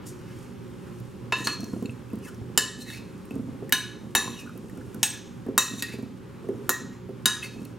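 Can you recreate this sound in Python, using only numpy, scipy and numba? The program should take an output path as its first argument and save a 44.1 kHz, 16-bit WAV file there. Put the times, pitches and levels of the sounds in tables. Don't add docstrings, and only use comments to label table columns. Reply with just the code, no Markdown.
import sys
import numpy as np
from scipy import signal
from scipy.fft import rfft, irfft
from scipy.io import wavfile
from numba import njit

SR = 44100
rng = np.random.default_rng(int(sys.argv[2]) if len(sys.argv) > 2 else 0)


def log_audio(samples):
    frames = np.atleast_2d(samples).T
    limited = np.clip(frames, -1, 1)
    pcm = np.round(limited * 32767).astype(np.int16)
    wavfile.write(sys.argv[1], SR, pcm)


N = 343098
T = np.arange(N) / SR
HZ = np.arange(N // 2 + 1) * SR / N + 1e-3

# pitch_hz, relative_density_db
ROOM_COLOUR = [(18, -35.5), (30, -16), (70, -8), (115, -2), (204, -2), (311, -16), (374, -2), (461, -12.5),
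               (540, -8), (684, -24), (780, -15), (1460, -23), (3140, -30.5), (9220, -46), (16000, -41)]
# pitch_hz, width_hz, level_db
ROOM_DRONE = [(117.8, 7.8, -58), (185.9, 6.8, -57.5), (241.1, 6.9, -53.5), (300, 63, -54.5),
              (356.5, 4.7, -58), (408.3, 3.7, -58), (539, 37, -65)]
# pitch_hz, level_db
FRIDGE_TONES = [(60, -71), (120, -50.5), (180, -60), (240, -60.5), (360, -55.5)]
# pitch_hz, correlation (0 to 1)
ROOM_LIKENESS = [(40, 0.12), (130, 0.7), (300, 0.67), (640, 0.4), (1400, 0.53), (3100, 1), (6800, 0.15),
                 (15000, .05)]
# time_s, level_db
FINGER_BRUSH = [(0.04, -61), (0.048, -67), (0.068, -40.5), (0.144, -61), (0.238, -65), (0.436, -58.5),
                (0.55, -67)]
# time_s, level_db
ARM_RUSTLE = [(0.02, -60), (0.112, -69), (0.118, -84), (0.286, -57.5), (0.442, -65), (0.522, -85),
              (0.62, -73)]
# time_s, level_db
LEAF_RUSTLE = [(.55, -65.5), (.97, -61.5), (1.4, -68), (1.66, -54), (2.0, -63), (2.6, -65), (3.1, -61.5),
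               (3.9, -65), (4.2, -60.5), (5.0, -60), (5.55, -66), (5.95, -60), (6.2, -67), (6.8, -59),
               (7.0, -71), (7.3, -65), (7.66, -57.5), (7.78, -68)]
# time_s, level_db
SMALL_KNOCKS = [(1.0, -68), (1.36, -31.5), (1.51, -31.5), (1.89, -55), (2.3, -39), (3.3, -41.5),
                (3.49, -37), (3.93, -40.5), (4.27, -28.5), (4.4, -42), (4.93, -35), (5.65, -62.5),
                (5.93, -37.5), (6.12, -52.5), (6.57, -33.5), (6.87, -55), (7.06, -45.5), (7.78, -37.5)]
# start_s, ring_peak_db, colour_hz, click_db
TOUCHES = [(1.001, -54, 1350, -47), (1.385, -35, 9300, -50), (1.453, -31, 9400, -52),
           (1.605, -33.5, 5540, -42), (1.606, -37, 8900, -45), (1.632, -55, 11000, -46),
           (1.643, -30, 5700, -41), (1.668, -40, 1030, -60), (1.682, -43, 1770, -51),
           (1.733, -39, 1050, -54), (1.826, -41, 1100, -43), (1.8573, -35, 2580, -52),
           (1.857, -36.5, 4140, -57), (1.858, -40, 7500, -55), (1.895, -33.5, 2600, -68),
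           (1.908, -43, 8700, -53), (2.1023, -46, 2400, -53), (2.1325, -39, 1030, -48),
           (2.156, -50, 11400, -44), (2.188, -55, 8300, -49), (2.286, -41, 1160, -49.5),
           (2.345, -48, 9050, -52), (2.346, -46, 5700, -60), (3.254, -57, 1260, -48),
           (3.3086, -35.5, 2630, -45), (3.3547, -43.5, 1160, -45), (3.381, -54, 1170, -53),
           (3.694, -38, 1920, -36), (4.2775, -23.5, 1030, -46.5), (4.462, -40, 1316, -56),
           (4.473, -37.5, 1454, -58), (4.4939, -34, 1340, -49), (4.576, -48, 1000, -41),
           (4.6967, -43.5, 2080, -46), (4.774, -45.5, 1340, -48), (4.811, -43, 1580, -57.5),
           (4.864, -50, 1180, -54), (4.945, -43, 1440, -36.5), (5.464, -48.5, 1730, -47.5),
           (5.4862, -39, 1010, -54), (5.682, -28, 6640, -50), (5.985, -47, 1930, -48),
           (6.0256, -57, 980, -46), (6.4875, -44, 1930, -47), (7.093, -49.5, 1050, -54),
           (7.4288, -32, 1940, -48), (7.436, -30, 9400, -53), (7.6184, -61, 1190, -51),
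           (7.651, -44, 4300, -36.5), (7.656, -45, 2600, -55)]
# squash_start_s, level_db, pitch_hz, and beside the knock the bowl's
# lower_mode_db, upper_mode_db
SPROUT_KNOCKS = [(1.002, -28, 135, -15, -10), (1.322, -22, 414, -11, -11), (1.467, -23.5, 199, -4, -4),
                 (1.595, -22.5, 207, -8, -12), (1.629, -20, 239, -7, -15), (1.677, -32, 208, -16, -2),
                 (1.732, -15.5, 192, -7.5, -11.5), (1.76, -19, 242, -12, -13), (1.822, -20.5, 237, -2, -2),
                 (1.848, -22, 252, -9, -3.5), (1.885, -24.5, 135, -23, -11.5),
                 (2.131, -18.5, 230, -8, -7.5), (2.168, -27, 253, -4, -14), (2.411, -25, 125, -5, -8.5),
                 (2.575, -19, 415, -6.5, -9.5), (2.787, -28, 251.4, -4, -15),
                 (2.989, -27.5, 207, -6.5, -16), (3.049, -30, 191, -8, -9), (3.279, -32, 202, -8, -16),
                 (3.308, -20, 276, -14.5, -6), (3.336, -22.5, 164, -3, -9), (3.358, -20.5, 246, -5, -7),
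                 (3.369, -25, 254, -9.5, -9), (3.393, -21.5, 255, -2, -16), (3.485, -25, 275, -13, -7),
                 (3.525, -27, 210, -9, -11), (3.547, -27, 190, -12, -14), (3.622, -24, 414, -5.5, -9),
                 (3.725, -26.5, 253, 0.5, -6), (4.15, -23, 396, -2, -10.5), (4.553, -27.5, 275, -8, -9),
                 (4.592, -30, 210, -6, -6), (4.639, -27.5, 220, -13, -3), (4.756, -28.5, 180, -10, -7.5),
                 (4.778, -29.5, 396, 1, -15), (4.813, -32.5, 221, -7, -14.5),
                 (4.865, -29.5, 139, -7.5, -20.5), (4.944, -25.5, 242, -8, -9),
                 (5.026, -26.5, 245, -0.5, -10.5), (5.462, -20.5, 264, -8, -6), (5.483, -18, 414, 1, -7.5),
                 (5.54, -23, 186, -20, -6), (5.574, -24.5, 400, -1, -5.5), (5.709, -30.5, 244, 6, -17),
                 (5.734, -22, 220, -3, -16), (5.779, -25.5, 210, -6, -14), (5.823, -25.5, 224, -2, -16),
                 (5.937, -23, 223.3, -10, -1.5), (5.985, -22.5, 245, -3, -1.5),
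                 (6.027, -22.5, 248, 0, -9.5), (6.057, -32, 256, -2, -4), (6.091, -35.5, 260, -2, -10),
                 (6.44, -30.5, 402, -10.5, -3), (6.487, -18.5, 400, -4.5, 3), (6.509, -29, 365, -8, -10),
                 (6.69, -21, 388, -1.5, -9), (6.814, -25.5, 235, -3, -7), (6.844, -28.5, 243, -3, -8),
                 (6.891, -34, 196, -7, -5), (7.089, -27, 398, -7.5, -2), (7.257, -20.5, 240, -6, -4),
                 (7.56, -25.5, 234, -6, -1.5), (7.592, -27.5, 230, -4, -11), (7.616, -25, 223, -4, -8)]
# pitch_hz, t60_s (time to fall by 60 dB)
KNOCK_DECAY = [(125, 0.072), (240, 0.043), (400, 0.097)]
# pitch_hz, t60_s
BOWL_LOW_MODES = [(262, 0.16), (405, 0.11)]
# start_s, food_damping_t60_s, crack_db (at CRACK_MID_HZ), tilt_db_per_octave,
# bend_db_per_octave_squared, hollow_thock_db, treble_damping_power (no unit)
SPOON_CLINKS = [(1.323, 0.68, -27.5, -9.5, 1.5, -40, 0.27), (1.471, 0.33, -20.5, -5.5, 0.5, -27, .25),
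                (2.576, 0.67, -9, 4, -3, -7.5, 0.65), (3.7234, 0.69, -14.5, 0, 1.5, -11.5, 0.34),
                (4.151, 0.63, -16, -1.5, 3, -28, 0.13), (5.0302, 0.41, -9.5, -1, -2, -38, 0.063),
                (5.5784, 0.67, -13, 2.5, 0, -1.5, 0.37), (5.8233, 0.41, -19, 0, -1.4, -39, 0.31),
                (6.6926, 0.41, -24, 8, 0.5, -4, 0.89), (7.257, 0.62, -12, 1, -1.5, -41, 0.18)]
BOWL_MODE_HZ = [1030, 1250, 1460, 1692, 1745, 1879, 2600, 2649, 2936, 3020, 3720, 3795, 3830, 4140, 4245,
                4350, 5128, 5630, 5940, 6090, 6330, 6630, 7050, 7155, 7412, 8125, 8390, 9050, 9480, 10310,
                10550, 11560]
# relative_level_db under a touch or rub, t60_s
BOWL_MODE_RING = [(1, 0.51), (-20, 0.18), (-17, 0.33), (-11, 0.52), (-1.5, 1.1), (3.5, 1.3), (7, 0.72),
                  (-16, 0.68), (-11.5, 0.6), (-22.5, 0.47), (-20.5, 0.54), (-5.5, 0.62), (-20, 0.79),
                  (-9, 0.58), (-0.5, 0.79), (-20, 0.54), (-36, .8), (-7, 0.66), (-8, 0.48), (6, 1.1),
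                  (-6, .6), (4, .6), (-5, .6), (5.5, 0.94), (-4, 0.5), (-9, .5), (-12, 0.35), (-6, 0.45),
                  (-7, .3), (-4, 0.34), (-4, 0.34), (-19, .3)]
CLINK_MODE_DB = [(-29, -45, -45, -32, -32, -33, -34, -28, -35, -48, -43, -35, -41, -42, -43, -44, -41, -52, -50, -57, -49, -52, -54, -50, -47, -56, -57, -52, -58, -55, -63, -60),
                 (-45, -51, -49, -39, -41, -46, -34, -38, -45, -48, -44, -50, -51, -42, -37, -40, -56, -53, -47, -46, -48, -47, -49, -56, -52, -57, -56, -57, -63, -56, -62, -64),
                 (-32, -42, -43, -36, -29, -36, -41, -39, -32, -34, -48, -35, -38, -37, -38, -36, -32, -53, -47, -42, -43, -38, -37, -30, -35, -37, -44, -55, -50, -41, -45, -52),
                 (-33, -41, -39, -31, -35, -40, -45, -39, -27, -35, -31, -33, -28, -42, -34, -36, -33, -47, -35, -32, -46, -52, -50, -41, -44, -47, -39, -39, -53, -41, -54, -58),
                 (-36, -41, -42, -33, -31, -35, -34, -32, -49, -56, -35, -30, -34, -41, -37, -39, -41, -38, -34, -40, -49, -40, -39, -25, -43, -49, -39, -53, -45, -45, -41, -48),
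                 (-48, -50, -42, -33, -38, -37, -46, -34, -41, -47, -42, -38, -40, -49, -42, -49, -42, -47, -44, -37, -54, -30, -40, -37, -45, -33, -44, -53, -48, -43, -45, -59),
                 (-31, -45, -43, -38, -36, -27, -32, -34, -40, -45, -34, -27, -32, -30, -33, -48, -43, -36, -38, -42, -45, -36, -36, -24, -44, -45, -36, -45, -47, -48, -42, -55),
                 (-54, -53, -54, -47, -44, -34, -38, -42, -61, -58, -51, -54, -55, -54, -57, -56, -61, -63, -56, -61, -51, -56, -51, -50, -60, -63, -65, -66, -60, -64, -67, -68),
                 (-36, -41, -46, -39, -34, -27, -48, -40, -62, -53, -51, -41, -43, -41, -41, -48, -43, -49, -41, -52, -44, -45, -49, -46, -52, -57, -56, -56, -52, -60, -50, -56),
                 (-34, -38, -36, -32, -42, -31, -44, -40, -34, -44, -33, -22, -22, -44, -36, -40, -33, -46, -37, -33, -41, -47, -54, -33, -43, -51, -29, -49, -55, -42, -46, -49)]
BUZZ_FAMILY_HZ = [1030, 1250, 1460, 1696, 1879, 2630, 2936, 3790, 4140, 4245, 5128, 5630, 5940, 6090, 6630,
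                  7130, 7412, 8135, 8390, 9050, 9480, 10400, 11560, 13000]
CLINK_BUZZ_DB = [(-20, -60, -52, -29, -36, -26, -34, -21, -61, -34, -37, -53, -54, -56, -52, -54, -56, -56, -57, -55, -57, -45, -50, -53),
                 (-30, -56, -62, -26, -30, -24.5, -42, -59, -21, -15, -49, -54, -57, -43.5, -40, -42, -48, -31, -43, -49, -38, -52, -58, -47),
                 (-26, -25, -35, -20, -38, -40, -22.5, -21.5, -33, -19, -43.5, -49, -35, -40, -26.5, -30, -14, -25, -31, -31, -34, -23, -35, -34.5),
                 (-24.5, -27, -20.5, -13, -39, -28, -26, -16, -21.5, -30, -45.5, -49, -22, -24, -33, -32, -35.5, -22.5, -33.5, -29, -29, -29.5, -32.5, -34),
                 (-14, -25.5, -31, -34, -32, -27.5, -46, -13, -18.5, -26, -31, -34, -12, -28, -34, -22, -30, -33, -32, -29.5, -17.5, -25, -26.5, -29),
                 (-37, -48.5, -34.5, -28, -42, -47, -39, -27.5, -43, -41, -43.5, -49, -28, -25, -25, -29, -43, -12, -23, -53, -24.5, -29, -25, -24.5),
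                 (-23.5, -40, -34.5, -38.5, -34, -26, -30.5, -17.5, -16.5, -33.5, -53, -20, -15.5, -29.5, -18, -24, -13, -28.5, -25.5, -31.5, -20, -25, -29.5, -22.5),
                 (-68, -54, -53, -39, -53, -28, -89, -45, -57, -62, -67, -67, -61, -61, -61, -42, -63, -62, -58, -64, -34, -39, -57, -58),
                 (-31, -46, -37, -42, -30, -40, -57, -28.5, -20, -36, -42, -30, -28, -30, -22, -25, -22, -31, -46, -35, -24, -36, -30.5, -48),
                 (-16.5, -16.5, -20, -15, -33.5, -36, -33, -18, -39.5, -35, -45, -36, -20, -19, -28, -21, -29, -34, -18.5, -28, -21, -26, -29, -32)]
# start_s, length_s, level_db, squeak_start_hz, squeak_end_hz,
# dragged_leaves_db, upper_colour_hz, upper_colour_db (beside the squeak)
SPOON_SCRAPES = [(1.36, 0.06, -40, 3806, 4110, -48, 6950, -5),
                 (1.44, 0.016, -29, 4030, 4150, -49, 6500, -3),
                 (1.48, 0.043, -38, 2600, 4200, -52, 6100, -2),
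                 (2.22, 0.061, -45.5, 3020, 1516, -53, 8300, -28),
                 (2.78, 0.039, -36.5, 4023, 4100, -50, 6350, -15),
                 (2.85, 0.061, -38.5, 1923, 2010, -57, 3934, 0),
                 (2.9, 0.027, -45, 1797, 1994, -50, 3680, 2.5),
                 (2.93, 0.048, -45.5, 2183, 2610, -68, 4240, -4),
                 (4.26, 0.15, -45, 4120, 2490, -59, 6000, -6.5),
                 (5.13, 0.015, -35.5, 1804, 1800, -67, 4290, -18),
                 (5.72, 0.078, -39, 3530, 3870, -49, 6600, -8),
                 (5.835, 0.063, -39.5, 1875, 1912, -63, 2620, -7),
                 (5.92, 0.022, -39.5, 2300, 2360, -73, 4100, -15),
                 (6.92, 0.012, -54, 2040, 2050, -78, 4170, -8),
                 (7.421, 0.014, -34, 1886, 2060, -45, 3305, 2),
                 (7.44, 0.026, -47, 2185, 2635, -56, 4380, -3),
                 (7.5, 0.031, -54, 2636, 3300, -76, 6000, -18)]
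# pitch_hz, left_minus_right_db
PORT_BALANCE = [(30, 4), (60, -2.5), (150, -2.5), (450, -2.5), (1000, -0.5), (2500, -0.4), (6000, 0),
                (13000, 0)]
# pitch_hz, left_lead_radians
PORT_LEAD = [(200, 0.35), (700, 0.4), (1700, 0.21), (4000, -0.38), (7000, -0.066), (10000, -0.34),
             (14000, -0.41)]

ROOM_DB = -42.5
ROOM_SWELL_DB, ROOM_SWELL_S = 1.2, 0.09
TICK_SPREAD_OCTAVES, TICK_T60_S = .16, 0.025
CRACK_MID_HZ = 4000
CLUSTER_WIDTH = .024
BETWEEN_DB = -11
SMOOTH_HZ = 11000
THOCK_HZ, THOCK_T60_S = 1250, 0.0061
LET_GO_T60_S, STUTTER_DB, STUTTER_S = 0.12, 3.5, 0.013
ECHO_DB, ECHO_T60_S, ECHO_TOP_T60_S = 1.5, 0.54, 0.21
EARLY_DB, EARLY_T60_S = 10.5, 0.05
ECHO_LIKENESS, ECHO_TOP_LIKENESS = 0.98, 0.16
COUNTER_S, COUNTER_GAIN, COUNTER_TOP_HZ = .00072, 0.34, 1480
TOP_HZ = 16300


def undb(db):
    return 10 ** (np.asarray(db) / 20)


def level(x, db):
    return x * undb(db) / np.sqrt(np.mean(x ** 2))


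def on_log(table, hz):
    at, value = np.transpose(table)
    return np.interp(np.log(hz), np.log(at), value)


def fade(t, t60):
    return np.exp(-np.log(1000) * t / np.maximum(t60, .004))


def peak(hz, width):
    return 1 / (1 + 1j * (HZ / hz - hz / HZ) * hz / width)


def filtered(x, response):
    return irfft(rfft(x) * response, N)


def add(out, s, sound):
    i = int(s * SR)
    out[i:i + len(sound)] += sound[:N - i]


def grains(per_s, scatter_db):
    size_db = scatter_db * np.minimum(rng.exponential(size=N), 2)
    return (rng.random(N) < per_s / SR) * rng.standard_normal(N) * undb(size_db)


def curve(rows, outside=None):
    at, value = np.transpose(rows)
    return np.interp(T, at, value, outside, outside)


def wander(count, step_s):
    return np.interp(T / step_s, np.arange(count), rng.standard_normal(count))


def kitchen():
    mid, side = rfft(rng.standard_normal((2, N)))
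    like = on_log(ROOM_LIKENESS, HZ)
    pair = mid * np.sqrt(1 + like) + side * np.sqrt(1 - like) * np.array([[1], [-1]])
    out = level(irfft(pair * undb(on_log(ROOM_COLOUR, HZ)), N), ROOM_DB)
    middle = filtered(out, peak(1400.0, 2200.))
    out += middle * (undb(ROOM_SWELL_DB * wander(200, ROOM_SWELL_S)) - 1)
    for hz, db in FRIDGE_TONES:
        out += level(np.sin(2 * np.pi * (hz * T + rng.random())), db)
    for hz, width, db in ROOM_DRONE:
        out += level(irfft(pair * peak(hz, width) ** 2, N), db)
    return out


def strokes(column):
    out = np.zeros(N)
    for row in SPOON_SCRAPES:
        start_s, length_s = row[:2]
        t = T - start_s
        grip = np.clip(t / length_s, 0, 1) ** 0.46
        out += undb(row[column]) * grip * fade(np.maximum(t - length_s, 0), LET_GO_T60_S)
    return out * undb(STUTTER_DB * wander(1000, STUTTER_S))


def rustle(pops_db=-14):
    bright = peak(7340.0, 7800.0) ** 2
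    leaves = level(filtered(grains(11000, 1.9), bright), -4.5)
    leaves += level(filtered(grains(40, 2.5), bright), pops_db)
    dull = level(filtered(grains(4000, 2.5), peak(1700., 2000.)), -1.9)
    dull *= undb(curve(ARM_RUSTLE, outside=-120))
    strength = undb(curve(LEAF_RUSTLE, outside=-120)) + undb(curve(FINGER_BRUSH, outside=-120))
    strength += strokes(column=5)
    return dull + leaves * strength


def ring(mode_db, t, damp_t60, slope=0.23, waver=0.85, waver_s=.012):
    hz, t60 = np.array(BOWL_MODE_HZ)[:, None], np.array(BOWL_MODE_RING)[:, 1:]
    sign = np.sign(rng.standard_normal((len(hz), 1)))
    steps = rng.standard_normal((2, len(hz), 128))
    clock = t / waver_s * (hz / 2000) ** 0.97
    drift = np.array([[np.interp(c, np.arange(len(row)), row) for c, row in zip(clock, part)]
                      for part in steps])
    unrest = waver * (1 - fade(t, .03))
    wave = (1 + unrest * drift[0]) * np.sin(2 * np.pi * hz * t)
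    wave += unrest * drift[1] * np.cos(2 * np.pi * hz * t)
    decay = fade(t, t60) * fade(t, damp_t60 * (hz / 3000) ** -slope)
    return np.sum(sign * undb(mode_db)[:, None] * decay * wave, axis=0)


def ticks(click_t60=0.016):
    out, t = np.zeros(N), T[:SR // 5]
    muffled_db = 0.3 * np.array(BOWL_MODE_RING)[:, 0]
    for s, db, colour_hz, click_db in TOUCHES:
        distance = np.log2(np.divide(BOWL_MODE_HZ, colour_hz)) / TICK_SPREAD_OCTAVES
        tone = ring(muffled_db - 12 * distance ** 2, t, TICK_T60_S)
        click = np.diff(rng.standard_normal(len(t) + 1)) * fade(t, click_t60)
        add(out, s, undb(db) * tone / np.abs(tone).max() + undb(click_db) * click)
    return out


def knocks(wall_db=-6, second=1.282, squash_s=0.00203, slap_db=-11):
    out, t = np.zeros(N), T[:SR // 5]
    dull = signal.butter(2, [180, 600], "band", fs=SR, output="sos")
    for s, db, hz, *low_db in SPROUT_KNOCKS:
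        body = np.sin(2 * np.pi * hz * t)
        body += undb(wall_db) * np.sin(2 * np.pi * second * hz * t) * fade(t, 0.48)
        low = sum(undb(mode_db) * np.sin(2 * np.pi * mode_hz * t) * fade(t, t60)
                  for (mode_hz, t60), mode_db in zip(BOWL_LOW_MODES, low_db))
        slap = level(signal.sosfilt(dull, rng.standard_normal(len(t))), slap_db) * fade(t, 0.03)
        soft_start = 1 - fade(t, 0.014)
        hit = (body * fade(t, on_log(KNOCK_DECAY, hz)) + low + slap) * soft_start
        add(out, s + squash_s, -undb(db) * hit)
    shape = peak(232.0, 90.) + undb(-4.5) * peak(397.0, 59.0) + undb(13.0) * peak(100.0, 69.0)
    small = level(filtered(grains(160, 4.7), shape * peak(280.0, 380.0) ** 3), -6.5)
    small *= undb(curve(SMALL_KNOCKS, outside=-86))
    return signal.sosfilt(signal.butter(2, 70, "high", fs=SR, output="sos"), out + small)


def clinks(ring_db=-0.5, crack_db=6, snap_t60=0.014, buzz_db=3, buzz_t60=0.9, early_db=4, early_t60=0.047):
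    tones, noises, t = np.zeros(N), np.zeros(N), T[:SR // 2]
    f = np.arange(1, len(t) // 2 + 2) * SR / len(t)
    low_cut = 1 / (1 + (740.0 / f) ** 5)
    clusters = [np.exp(-(np.log(f / hz) / CLUSTER_WIDTH) ** 2) for hz in BOWL_MODE_HZ]
    crowd = undb(BETWEEN_DB) + np.max(clusters, axis=0)
    smooth = 1 / (1 + (SMOOTH_HZ / f) ** 6)
    crowd = crowd * (1 - smooth) + 0.42 * smooth
    octave = np.log2(np.clip(f, 1200, 12500) / CRACK_MID_HZ)
    early = 1 + undb(early_db) * fade(t, early_t60)
    for row, mode_db, family_db in zip(SPOON_CLINKS, CLINK_MODE_DB, CLINK_BUZZ_DB):
        s, damp_t60, snap_db, tilt, bend, _, slope = row
        snap, dense = rfft(rng.standard_normal((2, len(t)))) * low_cut
        snap_colour = undb(snap_db + tilt * octave + bend * octave ** 2)
        crack = irfft(snap * snap_colour, len(t)) * fade(t, snap_t60)
        buzz_colour = crowd * undb(on_log(list(zip(BUZZ_FAMILY_HZ, family_db)), f))
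        buzz = irfft(dense * buzz_colour, len(t)) * fade(t, buzz_t60) * fade(t, damp_t60)
        add(tones, s, undb(ring_db) * ring(mode_db, t, damp_t60, slope) * early)
        add(noises, s, undb(buzz_db) * buzz * early + undb(crack_db) * crack)
    return tones, noises


def thocks():
    out, t = np.zeros(N), T[:SR // 10]
    for row in SPOON_CLINKS:
        add(out, row[0], undb(row[-2]) * np.sin(2 * np.pi * THOCK_HZ * t) * fade(t, THOCK_T60_S))
    return signal.sosfilt(signal.butter(2, 650, "high", fs=SR, output="sos"), out)


def slide_curve(start_column, end_column):
    until = [row[0] - .001 for row in SPOON_SCRAPES[1:]] + [T[-1]]
    points = []
    for row, stop in zip(SPOON_SCRAPES, until):
        points.append((row[0], row[start_column]))
        points.append((min(row[0] + row[1], stop), row[end_column]))
        points.append((stop, row[end_column]))
    return curve(points)


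def scrapes(widen=52.0, hiss_db=-14, spread=0.49, shift_db=4, shift_s=0.026, rub_db=-9, rub_hz=141.0,
            octave_db=-8, judder_db=2, judder_s=0.0028):
    grit = rfft(grains(3200, 4))
    squeak_hz, upper_hz, upper_db = slide_curve(3, 4), slide_curve(6, 6), slide_curve(7, 7)

    def near(hz, at_hz):
        return undb(np.maximum(-8 * (np.log2(hz / at_hz) / spread) ** 2, -22))

    out = level(irfft(grit * peak(7200.0, 9000.), N), hiss_db)
    for hz, (db, t60) in zip(BOWL_MODE_HZ, BOWL_MODE_RING):
        shift = undb(shift_db * wander(800, shift_s))
        drive = (near(hz, squeak_hz) + undb(upper_db) * near(hz, upper_hz)) * shift
        out += level(irfft(grit * peak(hz, widen / np.sqrt(t60)), N), db - 20.0) * drive
    bands = ((squeak_hz, rub_db), (upper_hz, rub_db + upper_db), (2 * squeak_hz, rub_db + octave_db))
    for at_hz, db in bands:
        slow = filtered([grains(1500, 3), grains(1500, 3)], 1 / (1 + (HZ / rub_hz) ** 2))
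        turn = 2 * np.pi * np.cumsum(at_hz) / SR
        out += level(slow[0] * np.sin(turn) + slow[1] * np.cos(turn), 0) * undb(db)
    judder = undb(judder_db * wander(4000, judder_s))
    return out * strokes(column=2) * judder


def echo(x):
    t = T[:SR // 2]
    noise = rng.standard_normal((3, len(t)))
    low = signal.sosfiltfilt(signal.butter(3, 7000, fs=SR, output="sos"), noise)
    parts = ((low, ECHO_T60_S, ECHO_LIKENESS), (noise - low, ECHO_TOP_T60_S, ECHO_TOP_LIKENESS))
    wash = 0
    for part, t60, like in parts:
        wash = wash + (np.sqrt(like) * part[0] + np.sqrt(1 - like) * part[1:]) * fade(t, t60)
    wash *= 1 + undb(EARLY_DB) * fade(t, EARLY_T60_S)
    wash *= undb(ECHO_DB) / np.sqrt(np.sum(wash ** 2) / 2)
    return signal.fftconvolve(x[None], wash, axes=1)[:, :N]


def scene(low_echo_db=-5, ring_echo_db=-9):
    tones, noises = clinks()
    tones = tones + ticks()
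    bright = noises + rustle() + scrapes()
    dull = knocks() + thocks()
    room = echo(bright + undb(low_echo_db) * dull + undb(ring_echo_db) * tones)
    delay = np.exp(-2j * np.pi * HZ * COUNTER_S)
    bounce = COUNTER_GAIN * delay / (1 + (HZ / COUNTER_TOP_HZ) ** 4)
    return filtered(tones + bright + dull + room + kitchen(), 1 + bounce)


@njit
def follow(x, attack, release):
    y, e = np.empty(len(x)), 0.
    for i in range(len(x)):
        e += (x[i] - e) * (attack if x[i] > e else release)
        y[i] = e
    return y


def record(dry, knee_db=-16, squeeze=0.44, attack_s=0.0048, release_s=0.54, dull_hz=15300):
    side = np.array([[1], [-1]]) / 2
    ports = undb(on_log(PORT_BALANCE, HZ) * side) * np.exp(1j * on_log(PORT_LEAD, HZ) * side)
    x = filtered(dry, ports / (1 + (HZ / dull_hz) ** 10))
    loudness = follow(np.abs(x).max(axis=0), 1 / (attack_s * SR), 1 / (release_s * SR))
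    x = x * (1 + loudness / undb(knee_db)) ** -squeeze
    x = signal.sosfilt(signal.butter(2, 40, "high", fs=SR, output="sos"), x)
    x = .97 * np.tanh(x / .97)
    return signal.sosfilt(signal.ellip(10, .2, 95, TOP_HZ, fs=SR, output="sos"), x)


dry = scene()
out = record(dry)
log_audio(out)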